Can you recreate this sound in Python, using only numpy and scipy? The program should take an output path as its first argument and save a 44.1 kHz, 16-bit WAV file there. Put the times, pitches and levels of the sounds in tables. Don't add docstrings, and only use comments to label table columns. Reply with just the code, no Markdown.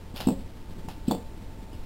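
import sys
import numpy as np
from scipy import signal
from scipy.fft import rfft, irfft, next_fast_len
from scipy.io import wavfile
from scipy.ndimage import map_coordinates

SR = 44100
rng = np.random.default_rng(int(sys.argv[2]) if len(sys.argv) > 2 else 0)


def transcribe(signal):
    frames = np.atleast_2d(signal).T
    limited = np.clip(frames, -1, 1)
    pcm = np.round(limited * 32767).astype(np.int16)
    wavfile.write(sys.argv[1], SR, pcm)


def boost_factor(decibels):
    exponent = np.asarray(decibels, float) / 20
    return 10 ** exponent


N = 81585
EVENT_S = 0.4


def unit(x):
    return x / np.sqrt(np.mean(x ** 2) + 1e-20)


def along(points, hz):
    f, v = np.transpose(points)
    return np.interp(np.log(hz + 1), np.log(f + 1), v)


def filtered(x, response):
    n = x.shape[-1]
    m = next_fast_len(n + SR // 4)
    return irfft(rfft(x, m) * response(np.fft.rfftfreq(m, 1 / SR)), m)[..., :n]


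def wander(t, per_s, points):
    return map_coordinates(rng.standard_normal(points), [t * per_s])


def add(out, s, x):
    part = out[round(s * SR):][:len(x)]
    part += x[:len(part)]


# f/Hz, level/dB
RUMBLE_COLOUR = [(5, -29.5), (8, 2.5), (95, -14.5), (150, -19.5), (280, -23), (650, -31.5), (950, -34),
                 (1200, -41), (2500, -47.5), (4000, -52)]
# f/Hz, level/dB
PATTER_COLOUR = [(90, -32.5), (140, -0.5), (260, 1.5), (450, -11), (700, -25.5)]
# f/Hz, level/dB
HUM_TONES = [(60, -54.5), (90.5, -51), (888.5, -62.5)]


def house():
    t = np.arange(N) / SR
    rumble_db = -39.5 + 1 * wander(t, 12, 40)
    rumble = unit(filtered(rng.standard_normal(N), lambda hz: boost_factor(along(RUMBLE_COLOUR, hz))))
    hum = np.zeros(N)
    for hz, db in HUM_TONES:
        hum += boost_factor(db + 4.5 + 1.6 * wander(t, 9, 40)) * np.sin(2 * np.pi * hz * t)
    lumps = boost_factor(9 * wander(t, 35, 80))
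    handling = filtered(rng.standard_normal(N), lambda hz: boost_factor(along(PATTER_COLOUR, hz)))
    return boost_factor(rumble_db) * rumble + boost_factor(-53) * unit(lumps * handling) + hum


def resonances(peaks):
    def response(f):
        total = 0
        for k, (centre, width, db) in enumerate(peaks):
            peak = 1j * f * width / (centre * centre - f * f + 1j * f * width)
            total = total + (-1) ** k * boost_factor(db) * peak
        return total
    return response


def plips(n):
    count, pitch_hz, pitch_spread, length_s, fall = 120, 3500, 0.15, 0.011, 0.14
    out, t = np.zeros(n), np.arange(int(length_s * SR)) / SR
    for when, tone, size in zip(rng.random(count), *rng.standard_normal((2, count))):
        hz = pitch_hz * np.exp(pitch_spread * tone)
        phase = 2 * np.pi * hz * t * (1 - fall * t / length_s / 2)
        envelope = boost_factor(4 * size - 40 * t / length_s) * np.minimum(t / 0.0014, 1)
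        add(out, when * EVENT_S, envelope * np.sin(phase))
    return unit(out)


# f/Hz, width/Hz, level/dB
NOZZLE_PEAKS = [(2740, 450, -2), (3500, 760, -2.5), (3907, 450, -2)]
# f/Hz, width/Hz, level/dB
MOUTH_PEAKS = [(555, 250, -0.5), (839, 320, 2.5), (1384, 530, -3), (1853, 400, -4.5)]
# t/s, level/dB, rise/s, t60/s, mouth level/dB
SPUTTER_EVENTS = [
    (.137, -44, 0.029, 0.44, -1.5),
    (.197, -39, 0.0059, 0.2, 1.5),
    (0.27, -50, 0.008, .22, -2.5),
    (0.883, -49.5, 0.0055, 0.26, 2.5),
    (1.045, -48.5, 0.043, .26, -4),
    (1.112, -44, .003, 0.089, -3.5),
    (1.73, -58, 0.0024, 0.14, -24),
]


def sputters():
    bubbles_per_s, bubble_spread_db, air_db, plip_db = 2000, 4, -5, -2.5
    out, t = np.zeros(N), np.arange(int(EVENT_S * SR)) / SR
    for s, db, rise, t60, mouth_db in SPUTTER_EVENTS:
        size, air = rng.standard_normal((2, len(t)))
        burst_now = rng.random(len(t)) < bubbles_per_s / SR
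        bubbles = unit(burst_now * np.sign(air) * boost_factor(bubble_spread_db * size))
        bursts = bubbles + boost_factor(air_db) * air
        nozzle = unit(filtered(bursts, resonances(NOZZLE_PEAKS))) + boost_factor(plip_db) * plips(len(t))
        mouth = unit(filtered(bursts, resonances(MOUTH_PEAKS)))
        envelope = boost_factor(db - 60 * np.maximum(t - rise, 0) / t60) * np.minimum(t / rise, 1) ** 2
        add(out, s, envelope * (nozzle + boost_factor(mouth_db) * mouth))
    return out


def ring(modes, t, spread_db, waver=0):
    out = np.zeros(len(t))
    for hz, db, t60 in modes:
        level = boost_factor(db + spread_db * rng.standard_normal() - 60 * t / t60)
        drift = waver * map_coordinates(np.append(0, rng.standard_normal(20)), [t * 40], order=1)
        out += level * np.sin(2 * np.pi * hz * t + drift)
    return out


# f/Hz, level/dB, t60/s
TABLE_MODES = [(134.8, -20.5, .2), (191, -13, .26), (263.3, -18, 0.26), (341.2, -19.5, 0.14),
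               (413.4, -25, .25), (471.8, -20, .22), (545, -20.5, .28), (615.8, -23.5, .18),
               (714.4, -28.5, 0.11)]
# t/s, level/dB, f/Hz, swell/s, table level/dB
THUMP_EVENTS = [(0.14, -29.5, 237, 0.0031, -11), (.205, -33.5, 196, 0.0092, 1.5),
                (0.269, -8, 232.7, 0.0039, -5.5), (0.2842, -9, 237, 0.0027, -5),
                (0.2996, -19.5, 217.6, 0.0027, -1), (.306, -19, 272, .003, -1),
                (.713, -41, 195.4, 0.0033, 1), (.775, -42, 205, 0.0047, 2.5),
                (0.8439, -34.5, 232, 0.0034, -8), (.879, -29, 146.5, 0.0032, 0),
                (.978, -36, 269, 0.0027, -8), (1.0796, -11, 227.2, 0.0044, -7.5),
                (1.108, -16.5, 215.6, 0.0018, 2.5), (1.114, -17.5, 258.8, 0.0044, 2),
                (1.146, -26, 330.6, 0.0029, -1), (1.315, -40, 402.7, 0.0017, -6.5),
                (1.375, -43, 327, 0.0021, -0.5), (1.582, -37.5, 201, 0.0051, 1),
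                (1.729, -33, 290.4, 0.0025, -2.5)]


def thumps():
    push_t60, push_phase = 0.028, 2.6
    out, t = np.zeros(N), np.arange(int(EVENT_S * SR)) / SR
    for s, db, hz, swell, table_db in THUMP_EVENTS:
        rise = np.sin(np.pi / 2 * np.minimum(t / swell, 1)) ** 2
        push_fall = boost_factor(-60 * np.maximum(t - swell, 0) / push_t60)
        push = push_fall * np.sin(2 * np.pi * hz * t + push_phase)
        table = ring(TABLE_MODES, t, spread_db=1, waver=0.97)
        add(out, s, boost_factor(db) * rise * (push + boost_factor(table_db) * table))
    return out


# ratio to cap pitch, level/dB, t60/s
CAP_MODES = [(0.942, -8.5, 0.011), (0.998, 6.5, .03), (1.052, -5.5, 0.037), (1.098, 2, 0.017)]
# f/Hz, level/dB, t60/s
BODY_MODES = [(543, -14.5, 0.11), (644, -14, 0.073), (750.3, 0.5, 0.039), (860, 4, 0.023),
              (1025, -19, 0.042)]
# t/s, level/dB, cap f/Hz, body level/dB
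SNAP_EVENTS = [(.160, -49.5, 3645, -21.5), (.177, -41, 3670, -10.5), (.204, -36.5, 2727, 2.5),
               (.2095, -38.5, 3680, -13), (.273, -38.5, 2675, 7), (.2865, -43.5, 2760, 17),
               (.303, -43.5, 2615, 7), (.8855, -45, 1890, 11), (1.0824, -45, 3210, -7),
               (1.1113, -31, 3500, 9.5), (1.121, -42, 3490, 11), (1.149, -53, 3460, 18.5),
               (1.7294, -52.5, 2956, 2.5)]


def snaps():
    crack_db, crack_t60, cap_rise_s, body_rise_s = -18, 0.004, 0.0014, 0.00042
    out, t = np.zeros(N), np.arange(int(EVENT_S * SR)) / SR
    for s, db, hz, body_db in SNAP_EVENTS:
        crack = boost_factor(crack_db - 60 * t / crack_t60) * rng.standard_normal(len(t))
        cap_modes = [(hz * ratio, level, t60) for ratio, level, t60 in CAP_MODES]
        cap = (1 - np.exp(-t / cap_rise_s)) * ring(cap_modes, t, spread_db=1.5)
        body = (1 - np.exp(-t / body_rise_s)) * ring(BODY_MODES, t, spread_db=0.5)
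        add(out, s, boost_factor(db) * (crack + cap + boost_factor(body_db) * body))
    return out


# f/Hz, t60/s
KITCHEN_T60 = [(150, .3), (600, 0.34), (1500, .25), (4000, 0.26)]
# f/Hz, level/dB
ROOM_COLOUR = [(130, -6), (250, -4), (600, -3), (4000, -1.5)]


def kitchen(x):
    delay_s = 0.009
    hz, t, z = signal.stft(rng.standard_normal(SR // 2), SR, nperseg=256)
    colour_db, t60 = along(ROOM_COLOUR, hz)[:, None], along(KITCHEN_T60, hz)[:, None]
    tail = signal.istft(z * boost_factor(colour_db - 60 * t / t60), SR, nperseg=256)[1]
    delayed = np.pad(x, (int(delay_s * SR), 0))
    return signal.fftconvolve(delayed, tail / np.linalg.norm(tail))[:N]


def scene():
    bottle = sputters() + thumps() + snaps()
    return (bottle + boost_factor(-10) * kitchen(bottle) + house())[None]


def top_cut(x):
    return signal.sosfilt(signal.butter(12, 16950, fs=SR, output="sos"), x)


def record(dry):
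    rate_hz, blocks_per_s, slip_samples, level_step = 8000, 15.67, 0.435, 0.00388
    t = np.arange(N) / SR
    slot = np.floor(rate_hz * t + slip_samples * np.floor(blocks_per_s * t))
    levels = level_step * np.floor(filtered(dry, lambda hz: hz < 4050) / level_step)
    held = levels[:, np.searchsorted(slot, slot)]
    mix = filtered(held, lambda hz: boost_factor(-0.15 * np.maximum(hz - 15780, 0)))
    return top_cut(mix)


dry = scene()
out = record(dry)
transcribe(out)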